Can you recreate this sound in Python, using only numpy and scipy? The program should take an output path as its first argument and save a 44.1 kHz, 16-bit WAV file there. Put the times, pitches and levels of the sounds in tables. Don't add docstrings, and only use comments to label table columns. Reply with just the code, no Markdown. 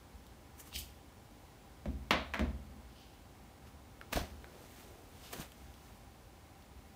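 import sys
import numpy as np
from scipy import signal
from scipy.fft import rfft, irfft, next_fast_len
from scipy.io import wavfile
from scipy.ndimage import uniform_filter1d

SR = 44100
rng = np.random.default_rng(int(sys.argv[2]) if len(sys.argv) > 2 else 0)


def to_wav(sig):
    pcm = np.clip(np.atleast_2d(sig), -1, 1) * 32767
    pcm = np.round(pcm).astype(np.int16)
    wavfile.write(sys.argv[1], SR, pcm.T)


def volts_from_decibels(level):
    exponent = np.asarray(level, float) / 20
    return 10 ** exponent


N = 306814

# frequency in Hz, relative power density in dB.
AIR_SPECTRUM = [(12, -56), (20, -39), (50, -3.5), (70, -3), (163, -13.5), (270, -13), (337, -16),
                (485, -20), (542, -19), (780, -21.5), (1710, -28), (2200, -29.5), (4810, -34),
                (14700, -40.5), (16000, -30)]
# centre in Hz, width in Hz, rms level in dB.
HUM_BANDS = [(788, 34, -70.5), (998, 19, -78), (2186, 9.9, -82.5)]
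# frequency in Hz, t60 in seconds, relative strength in dB.
ROOM_DECAY = [(200, 0.31, 13.5), (690, 0.42, 6), (2030, 0.34, 0), (4000, 0.38, 0.5), (8500, 0.2, 2.5),
              (15200, 0.086, 2)]
# start in seconds, boom gain in dB.
FLOOR_SHOCKS = [(0.122, -55), (0.739, -46), (1.861, -33), (2.118, -40), (2.282, -50), (2.397, -29.5),
                (2.68, -47), (3.368, -52), (3.6, -53), (3.72, -54), (4.3, -45), (4.764, -54),
                (5.603, -49.5), (6.748, -51)]
# frequency in Hz, mean relative level in dB, t60 in seconds.
FLOOR_MODES = [(57.47, -2.5, 0.81), (73.16, 0.5, 0.62), (129.6, -14, 1.1), (183.4, -5.5, 0.24),
               (211, -12, 0.88), (233.1, -11, 0.47), (265.5, -12.5, 0.55), (361, -13.5, 0.38)]
# start in seconds, peak of the push in dB, crack in Hz,
# body against crack in dB, edge against crack in dB.
TAPS = [(.265, -42, 4000, -12, -7), (0.727, -40.5, 2900, -2, -28), (4.012, -37.5, 1340, -8, -26),
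        (4.127, -28, 2550, -7, -18), (4.158, -29, 1490, 6, 1), (4.442, -42, 1550, -13, -29.5),
        (5.331, -28, 1690, 6.5, -14.5), (5.415, -38, 2900, -2, -22), (5.518, -38.5, 2460, -21, -12),
        (5.739, -43, 3220, -12, -14), (6.622, -47.5, 3750, -18, -19)]
# peak time in seconds, rise and fall over 20 dB in seconds,
# coarse level in dB, fine hiss level in dB.
FUR_STROKES = [(.602, 0.028, 0.036, -57, -48.5), (.676, 0.056, 0.06, -60, -56.5),
               (3.676, .04, 0.061, -63, -69), (4.131, 0.0081, 0.022, -33.5, -38),
               (4.162, 0.018, 0.096, -37, -44.5), (4.3, 0.24, 0.51, -70, -75), (4.61, .25, 0.24, -67, -71),
               (4.79, 0.33, 0.38, -61.5, -62), (5.262, 0.22, 0.081, -61, -61),
               (5.335, .015, 0.02, -46, -45.5), (5.36, 0.12, 0.13, -58, -60),
               (5.414, 0.063, 0.053, -49, -50.5), (5.62, 0.43, 0.34, -68, -68.5),
               (5.86, 0.25, 0.39, -67.5, -69)]
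# frequency in Hz, relative power density in dB.
FUR_SPECTRUM = [(700, 5), (1300, 4), (2600, 1), (4500, -1.5), (6500, -5.5), (9000, -62)]
# frequency in Hz, relative power density in dB.
FINE_SPECTRUM = [(4500, -24), (6000, -1), (9000, 0), (10500, -4), (13500, -1), (16000, -1)]
# peak time in seconds, rise and fall over 20 dB in seconds,
# grit level in dB, fine hiss level in dB.
SKIDS = [(.761, .03, .022, -39, -45.5), (.791, 0.028, 0.046, -48, -43.5), (.83, 0.11, 0.17, -64.5, -60.5),
         (3.0, .15, 0.27, -64, -78), (5.265, 0.11, 0.088, -57.5, -73)]
# centre in Hz, width in Hz, relative gain in dB.
PAD_RESONANCES = [(2900, 570, 5), (4970, 1300, 1)]
# start in seconds, peak of the push in dB, crack in Hz,
# thud against crack in dB, body against crack in dB.
KNOCKS = [(1.855, -34, 2300, 18, 11), (2.107, -8, 2620, -5, -3.5), (2.336, -24, 1760, -10, -6.5),
          (2.342, -23.5, 1840, -8, -4), (2.392, -22, 2280, 13, 4.5), (2.735, -51.5, 2450, 22, 5)]
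# frequency in Hz, gain in dB.
STRUCK_COLOUR = [(150, 1), (222, 6.5), (400, -5), (640, 6), (800, -0.5), (1000, 5.5), (1450, 4), (2150, 6),
                 (2800, 0), (3600, 1.5), (5000, -2), (6200, 2), (8000, -3)]
# peak time in seconds, rise and fall over 20 dB in seconds, level in dB.
HEAD_RUBS = [(4.59, 0.64, 0.12, -59.5), (4.95, 0.29, 0.38, -59)]
# frequency in Hz, relative power density in dB.
PALM_SPECTRUM = [(180, -21), (350, 10.5), (600, 7.5), (900, 0), (1600, -27)]
# peak time in seconds, rise and fall over 20 dB in seconds, level in dB.
JOLTS = [(4.178, 0.024, 0.019, -25), (4.215, 0.03, 0.081, -38)]
# frequency in Hz, relative power density in dB.
SHAKE_SPECTRUM = [(20, -30), (40, -2), (70, 8), (110, -18), (200, -5.5), (450, -20.5), (700, -10.5),
                  (1200, -40), (2500, -72)]
# start in seconds, frequency in Hz, initial amplitude in dB.
BUMPS = [(4.159, 193, -27), (5.385, 221, -40), (5.397, 190, -31)]


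def unit(x):
    return x / np.sqrt(np.mean(x ** 2) + 1e-20)


def along(points, hz):
    f, v = np.transpose(points)
    return np.interp(np.log(hz + 1), np.log(f + 1), v)


def filtered(x, response):
    m = next_fast_len(len(x) + 8192)
    spectrum = rfft(x, m) * response(np.fft.rfftfreq(m, 1 / SR))
    return irfft(spectrum, m)[:len(x)]


def resonances(peaks):
    def response(f):
        return sum((-1) ** k * volts_from_decibels(db) * 1j * f * width / (centre * centre - f * f + 1j * f * width)
                   for k, (centre, width, db) in enumerate(peaks))
    return response


def causal(gain_db):
    cepstrum = irfft(np.log(volts_from_decibels(gain_db(np.fft.rfftfreq(4096, 1 / SR)))))
    cepstrum[1:2048] *= 2
    cepstrum[2049:] = 0
    response = irfft(np.exp(rfft(cepstrum)))
    return response / np.abs(response).max()


def hiss(spectrum, grain_db):
    clumps = unit(uniform_filter1d(rng.standard_normal(N), size=60))
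    grains = rng.standard_normal(N) * volts_from_decibels(grain_db * clumps)
    return unit(filtered(grains, lambda hz: volts_from_decibels(along(spectrum, hz))))


def swells(rows):
    t = np.arange(N) / SR
    total = 0
    for s, rise, fall, *db in rows:
        distance = np.where(t < s, (s - t) / rise, (t - s) / fall)
        total = total + np.outer(volts_from_decibels(np.array(db)), volts_from_decibels(-20 * distance))
    return total


def add(track, s, sound):
    part = track[round(s * SR):][:len(sound)]
    part += sound[:len(part)]


def room(x):
    hz, t, z = signal.stft(rng.standard_normal(SR), SR, nperseg=256)
    t60 = along([row[:2] for row in ROOM_DECAY], hz)[:, None]
    strength_db = along([row[::2] for row in ROOM_DECAY], hz)[:, None]
    tail = signal.istft(z * volts_from_decibels(strength_db - 60 * t / t60), SR, nperseg=256)[1]
    return signal.fftconvolve(x, tail / np.linalg.norm(tail))


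def blow(track, s, push, rattle, contact, wet_db):
    lead = 0.002
    t = np.arange(SR // 20) / SR - lead
    envelope = np.exp(np.where(t < 0, t / .0008, -t / max(contact, 1e-4)))
    force = rattle * rng.standard_normal(len(t)) * envelope
    force[round(lead * SR)] = 1
    add(track, s, signal.fftconvolve(force, push))
    add(track, s + lead + 0.001054, volts_from_decibels(wet_db) * room(push))


def room_tone():
    tone = volts_from_decibels(-56.5) * hiss(AIR_SPECTRUM, grain_db=0.37)
    for hz, width, db in HUM_BANDS:
        band = filtered(rng.standard_normal(N), resonances([(hz, width, 0)]))
        tone += volts_from_decibels(db) * unit(band)
    return tone


def boom(db, rise):
    t = np.arange(SR) / SR
    ring = 0
    for k, (hz, level, t60) in enumerate(FLOOR_MODES):
        decay = volts_from_decibels(level + rng.normal(0, 1) - 60 * t / t60)
        ring = ring + (-1) ** k * decay * np.sin(2 * np.pi * hz * t)
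    return volts_from_decibels(db) * ring * (1 - np.exp(-t / rise))


def floor_booms():
    out = np.zeros(N)
    for s, boom_db in FLOOR_SHOCKS:
        add(out, s, boom(boom_db, rise=0.02))
    return out


def taps():
    full_rattle_s, doubling_db = 0.0077, 13.5
    out = np.zeros(N)
    for s, db, crack_hz, body_db, edge_db in TAPS:
        colour = [(60, body_db - 18), (650, body_db), (.75 * crack_hz, -8), (crack_hz, 0),
                  (1.45 * crack_hz, -9), (6500, edge_db), (15000, edge_db - 2)]
        push = volts_from_decibels(db) * causal(lambda hz: along(colour, hz))
        contact = full_rattle_s * 2 ** (db / doubling_db)
        blow(out, s, push, rattle=.2, contact=contact, wet_db=-1.5)
    return out


def fur():
    coarse, fine = swells(FUR_STROKES)
    return coarse * hiss(FUR_SPECTRUM, grain_db=2.0) + fine * hiss(FINE_SPECTRUM, grain_db=2.0)


def skids():
    level, fine = swells(SKIDS)
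    grit = hiss([(900, -30), (1700, -3), (2400, 0), (16000, -3)], grain_db=2.5)
    skid = level * unit(filtered(grit, resonances(PAD_RESONANCES)))
    skid = skid + fine * hiss(FINE_SPECTRUM, grain_db=2.0)
    return skid + volts_from_decibels(-8) * room(skid)[:N]


def knocks():
    hollow_db, top_db = -4, -3.5
    out = np.zeros(N)
    for s, db, crack_hz, thud_db, body_db in KNOCKS:
        edge_db = -19 + 0.3 * thud_db
        tilt = [(60, thud_db - 15), (230, thud_db), (680, body_db), (.6 * crack_hz, hollow_db), (crack_hz, 0),
                (1.5 * crack_hz, -4), (6500, edge_db), (9500, edge_db - 4), (13500, edge_db + top_db)]
        push = volts_from_decibels(db) * causal(lambda hz: along(tilt, hz) + along(STRUCK_COLOUR, hz))
        blow(out, s, push, rattle=.08, contact=.004, wet_db=2)
    return out


def head_rubs():
    return swells(HEAD_RUBS)[0] * hiss(PALM_SPECTRUM, grain_db=-3.0)


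def jolts():
    return swells(JOLTS)[0] * hiss(SHAKE_SPECTRUM, grain_db=3)


def bumps():
    out = np.zeros(N)
    t = np.arange(SR // 10) / SR
    t60 = 0.03
    for s, hz, db in BUMPS:
        add(out, s, volts_from_decibels(db - 60 * t / t60) * np.sin(2 * np.pi * hz * t))
    return out


def scene():
    mono = room_tone() + floor_booms() + taps() + fur() + skids() + knocks() + head_rubs() + jolts() + bumps()
    return np.array([mono, mono])


def top_cut(x):
    return signal.sosfilt(signal.butter(12, 16430, fs=SR, output="sos"), x)


def record(dry):
    kept = np.array([filtered(channel, lambda hz: hz < 15600) for channel in dry])
    return top_cut(kept)


dry = scene()
out = record(dry)
to_wav(out)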